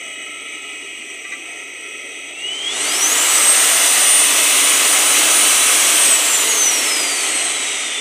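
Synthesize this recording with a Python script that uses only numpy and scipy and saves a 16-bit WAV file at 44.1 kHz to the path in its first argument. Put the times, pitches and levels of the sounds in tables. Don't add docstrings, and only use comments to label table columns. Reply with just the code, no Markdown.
import sys
import numpy as np
from scipy import signal
from scipy.fft import rfft, irfft
from scipy.io import wavfile
from scipy.ndimage import uniform_filter1d

SR = 44100
rng = np.random.default_rng(int(sys.argv[2]) if len(sys.argv) > 2 else 0)


def store_pcm(level_fs):
    pcm = np.round(np.clip(level_fs, -1, 1) * 32767).astype(np.int16)
    wavfile.write(sys.argv[1], SR, np.atleast_2d(pcm).T)


N = 353196
TIME = np.arange(N) / SR
FRAME, OVERLAP = 2048, 1536
BLADES = 15
FULL_SPEED = 600
EDGE_HZ = 15480


def amp(db):
    return 10 ** (np.asarray(db) / 20)


def evened(x):
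    return x / np.sqrt(np.mean(x ** 2) + 1e-20)


def curve(rows, t):
    return np.interp(t, *np.transpose(rows))


def read(points, hz):
    f, value = np.transpose(points)
    return np.interp(np.log(hz + 1), np.log(f + 1), value)


def lift(resonances, hz):
    return sum(db * .5 ** ((2 * (hz - f) / width) ** 2) for f, width, db in resonances)


def colour(slope, resonances, hz):
    return amp(read(slope, hz) + lift(resonances, hz))


def wander(rate_hz):
    hz = np.fft.rfftfreq(N, 1 / SR)
    spectrum = rfft(rng.standard_normal(N))
    return evened(irfft(spectrum / (1 + (hz / rate_hz) ** 2), N))


def frame_grid():
    hz, t, _ = signal.stft(np.zeros(N), SR, nperseg=FRAME, noverlap=OVERLAP)
    return hz[:, None], t


def noise(gain, drift_db):
    z = signal.stft(rng.standard_normal(N), nperseg=FRAME, noverlap=OVERLAP)[2]
    patches = uniform_filter1d(rng.standard_normal(z.shape), size=7, axis=0)
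    patches = evened(uniform_filter1d(patches, size=50, axis=1))
    shaped = z * gain * amp(drift_db * patches)
    return signal.istft(shaped, nperseg=FRAME, noverlap=OVERLAP)[1][:N]


def fluttering(turns, flutter, rate_hz):
    inflow = 1 + flutter * (wander(rate_hz) + 1j * wander(rate_hz))
    return evened((inflow * np.exp(2j * np.pi * turns)).real)


# (time [s], speed the motor heads for [shaft turns per second])
TRIMMER_SETTING = [(2.262, 169.1), (2.349, 343.4), (2.621, 286.3), (2.65, 367.1), (2.786, 498.8),
                   (3.11, 594.8), (4.87, 602.3), (5.174, 639.9), (5.621, 642.8), (5.816, 604.6),
                   (6.129, 425.4), (6.396, 431.9), (6.472, 283.1), (7.084, 146.4)]


def shaft_speed(lag_s=.213, drag_power=1.74):
    step_s = .005
    t = np.arange(0, N / SR + step_s, step_s)
    settings = curve(TRIMMER_SETTING, t)
    speeds = [settings[0]]
    for setting in settings[:-1]:
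        now = speeds[-1]
        drag = ((setting + now) / 2 / FULL_SPEED) ** drag_power
        speeds.append(now + (setting - now) * drag * step_s / lag_s)
    return np.interp(TIME, t, speeds)


def shaft_turns(speed, waver=0.00027):
    return np.cumsum(speed * (1 + waver * wander(rate_hz=7.4))) / SR


# (frequency [Hz], relative level per Hz [dB])
BRUSH_SCRAPE = [(30, -28), (70, -41), (170, -39), (220, -14), (300, -9.5), (1100, -23), (1500, -30),
                (2300, 1), (4100, -34), (5600, -26.5), (8000, -24.5), (10500, -29.5), (15000, -38.5)]
# (frequency [Hz], width [Hz], lift [dB])
HOUSING_RESONANCES = [(384, 148, 9.5), (727, 295, 10), (1319, 200, 22), (1570, 52, 4), (1680, 210, 3),
                      (1973, 247, 12.5), (2700, 290, 3), (2928, 220, 13.5), (3247, 244, 19.5),
                      (3437, 103, 14.5), (3706, 110, 9.5), (3850, 275, 18.5), (4370, 250, 14),
                      (4996, 250, 9), (5840, 190, 20.5), (6080, 54, 12), (6260, 410, 18), (6930, 250, 10.5),
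                      (7600, 160, 2), (7936, 665, 20), (8330, 280, 16.5), (9200, 250, 12), (9952, 238, 3.5)]
# (time [s], level [dB])
HOLLOW_BAND = [(0, -3), (.5, -5.5), (.7, 0), (1, -4), (1.5, 5.5), (1.9, -5), (2.4, 3)]


def brushes(speed, turns, base_db=-32.5, growth=0.16, unsteady_db=.5,
            chatter_db=5.5, chatter_speed=315, chatter_octaves=0.49,
            once=0.041, thrice=0.028, hollow_hz=740, hollow_width_hz=250):
    hz, t = frame_grid()
    hollow_bell = np.exp(-((hz - hollow_hz) / hollow_width_hz) ** 2)
    hollow = amp(curve(HOLLOW_BAND, t) * hollow_bell)
    scrape = evened(colour(BRUSH_SCRAPE, HOUSING_RESONANCES, hz))
    angle = 2 * np.pi * turns
    ripple = 1 + once * np.cos(angle) + thrice * np.cos(3 * angle)
    chatter = chatter_db * np.exp(-(np.log2(speed / chatter_speed) / chatter_octaves) ** 2)
    level = amp(base_db + chatter + unsteady_db * wander(rate_hz=8))
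    level = level * (speed / speed[0]) ** growth
    return level * ripple * noise(scrape * hollow, drift_db=2.1)


# (multiple of the shaft speed, level [dB])
ROTOR_FORCES = [(12, -54), (24, -33), (48, -40), (72, -37)]


def rotor(speed, turns, growth=2.1, flutter_db=2, housing_share=0.65):
    _, t = frame_grid()
    pace = np.interp(t, TIME, speed)
    out = np.zeros(N)
    for multiple, db in ROTOR_FORCES:
        hz = multiple * pace
        ring = amp(read(BRUSH_SCRAPE, hz) + housing_share * lift(HOUSING_RESONANCES, hz))
        strength = (pace / pace[0]) ** growth * ring * (hz < EDGE_HZ)
        level = amp(db + flutter_db * wander(rate_hz=8.7))
        tone = np.sqrt(2) * np.sin(2 * np.pi * multiple * turns)
        out += np.interp(TIME, t, strength) * level * tone
    return out


def hum(speed, hum_db=-69, surge_db=10, hard_turns_per_s2=200, waver_db=2.0):
    pull = np.sin(2 * np.pi * 120 * TIME)
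    acceleration = uniform_filter1d(np.gradient(speed, TIME), size=8000)
    surge = surge_db * np.tanh(np.maximum(acceleration, 0) / hard_turns_per_s2)
    return amp(hum_db + surge + waver_db * wander(rate_hz=4)) * pull


# (time [s], level [dB])
KNOCK_TIMES = [(1.247, -35), (1.320, -30), (1.333, -32)]
# (frequency [Hz], relative level [dB], time to fall 60 dB [s])
BOARD_MODES = [(1184, -5, 0.21), (1586, -7, 0.11), (1990, 9.5, 0.11), (2420, 13, 0.049), (2920, -2, .04),
               (3600, -7, .03), (3820, -1, .04), (4240, -10, 0.033)]


def screwdriver(rise_s=.002):
    out = np.zeros(N)
    t = TIME[:SR // 2]
    ring = sum(amp(db - 60 * t / t60) * np.sin(2 * np.pi * hz * t) for hz, db, t60 in BOARD_MODES)
    ring = ring * (1 - np.exp(-t / rise_s))
    for s, db in KNOCK_TIMES:
        out[round(s * SR):][:len(t)] += amp(db) * ring
    return out


def flow(speed, growth=1.07, onset_speed=230, onset_steepness=21):
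    onset = 1 / np.sqrt(1 + (onset_speed / speed) ** onset_steepness)
    return (speed / FULL_SPEED) ** growth * onset


# (frequency [Hz], relative level per Hz [dB])
AIR_TURBULENCE = [(30, -54), (60, -74), (120, -52), (165, -59), (210, -15), (300, -8), (750, -5),
                  (1600, -4), (2500, -0.13), (4800, -7.5), (8500, 0.5), (10500, -7.5), (12500, -10.5),
                  (15000, -12.5)]
# (frequency [Hz], width [Hz], lift [dB])
DUCT_RESONANCES = [(313, 30, 6), (643, 130, 2.5), (1202, 226, 4), (1406, 92, 2.5), (1970, 73, 5),
                   (2127, 125, 3), (2605, 140, 3.5), (2990, 370, 5.5), (3460, 220, 5.5), (3900, 230, 4.5),
                   (4306, 100, 6), (5081, 220, 2.5), (5990, 420, 6), (6740, 320, 4.5), (7200, 270, 0),
                   (7880, 217, 5.5), (8260, 169, 6), (9100, 780, 3), (9400, 120, 4), (10019, 247, 4.5),
                   (11111, 220, 5)]


def air(speed, base_db=-13.5, eddies_per_turn=38, steepness=11, unsteady_db=0.4, housing_share=0.2):
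    hz, t = frame_grid()
    pace = np.interp(t, TIME, speed)
    slowness = (1 - pace / pace.max()) ** 2
    housing = colour(BRUSH_SCRAPE, HOUSING_RESONANCES, hz) ** (housing_share * slowness)
    shape = colour(AIR_TURBULENCE, DUCT_RESONANCES, hz) * housing
    shape = shape / np.sqrt(np.mean(shape ** 2, axis=0))
    reach = 1 / np.sqrt(1 + (hz / (eddies_per_turn * pace)) ** steepness)
    level = amp(base_db + unsteady_db * wander(rate_hz=13)) * flow(speed)
    return level * noise(shape * reach, drift_db=1.2)


# (frequency [Hz], width [Hz], lift [dB])
OUTLET_RESONANCES = [(2903, 221, 11.2), (3294, 442, 12.9), (4026, 899, -5.3), (4668, 147, 4.9),
                     (5111, 148, 7.0), (6037, 518, 13.3), (6677, 316, 6.7), (6966, 160, -10.8),
                     (7248, 256, 6.5), (8117, 519, 8.9), (8579, 267, 8.3), (8934, 98, 6.2),
                     (9408, 94, -6.6), (9524, 70, 3.7)]


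def fan(speed, turns, whine_db=-22.5, growth=1.38, fading_db=1.0,
        octave_db=-17, octave_hz=8270, octave_width_hz=400):
    level_db = whine_db + lift(OUTLET_RESONANCES, BLADES * speed) + fading_db * wander(rate_hz=3.5)
    level = amp(level_db) * (speed / FULL_SPEED) ** growth
    tone = level * fluttering(BLADES * turns, flutter=0.17, rate_hz=35)
    detune = (2 * BLADES * speed - octave_hz) / octave_width_hz
    octave = fluttering(2 * BLADES * turns, flutter=0.25, rate_hz=25) / (1 + detune ** 2)
    return tone + amp(octave_db) * flow(speed) * octave


# (frequency [Hz], width [Hz], lift [dB])
CASING_RESONANCES = [(434, 74, 13.5), (557, 39, 9)]


def imbalance(speed, turns, drone_db=-46, octave_db=-44.5):
    drone_level = amp(drone_db + lift(CASING_RESONANCES, speed))
    once = drone_level * fluttering(turns, flutter=0.44, rate_hz=8.8)
    twice = amp(octave_db) * fluttering(2 * turns, flutter=1.4, rate_hz=5.3)
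    return flow(speed) * (once + twice)


def rumble(speed, base_db=-62, centre_hz=112, width_octaves=0.23, growth=0.96, swell_db=6):
    hz, _ = frame_grid()
    band = evened(np.exp(-(np.log2((hz + 1) / centre_hz) / width_octaves) ** 2))
    level = amp(base_db + swell_db * wander(rate_hz=7)) * flow(speed) ** growth
    return level * noise(band, drift_db=1)


# (frequency [Hz], time to fall 60 dB [s])
ROOM_DECAY = [(200, 0.15), (2000, 0.15), (8000, 0.16), (15000, 0.084)]


def room(x, wet_db):
    taps = rng.choice([-1., 1.], SR // 2) * (rng.random(SR // 2) < 2000 / SR)
    taps[:SR // 400] = 0
    hz, t, z = signal.stft(taps, SR, nperseg=256)
    decay = amp(-60 * t / read(ROOM_DECAY, hz)[:, None])
    tail = signal.istft(z * decay, SR)[1]
    wet = signal.fftconvolve(x, tail / np.linalg.norm(tail))[:N]
    return (x + amp(wet_db) * wet) / np.sqrt(1 + amp(wet_db) ** 2)


def scene():
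    speed = shaft_speed()
    turns = shaft_turns(speed)
    rush = brushes(speed, turns) + air(speed)
    tones = rotor(speed, turns) + hum(speed) + screwdriver() + imbalance(speed, turns)
    whine = room(fan(speed, turns), wet_db=-9.5)
    mono = room(rush + tones, wet_db=-14.5) + whine + rumble(speed)
    return np.array([mono] * 2)


def record(dry, input_db=0.23, ceiling=.57, low_cut_hz=105):
    driven = amp(input_db) * dry
    flattened = driven / (1 + (driven / ceiling) ** 12) ** (1 / 12)
    low_cut = signal.butter(2, low_cut_hz, "highpass", fs=SR, output="sos")
    thinned = signal.sosfilt(low_cut, flattened)
    low_pass = signal.firwin(1023, EDGE_HZ, window=("kaiser", 9), fs=SR)
    return signal.oaconvolve(thinned, low_pass[None], "same", axes=1)


dry = scene()
out = record(dry)
store_pcm(out)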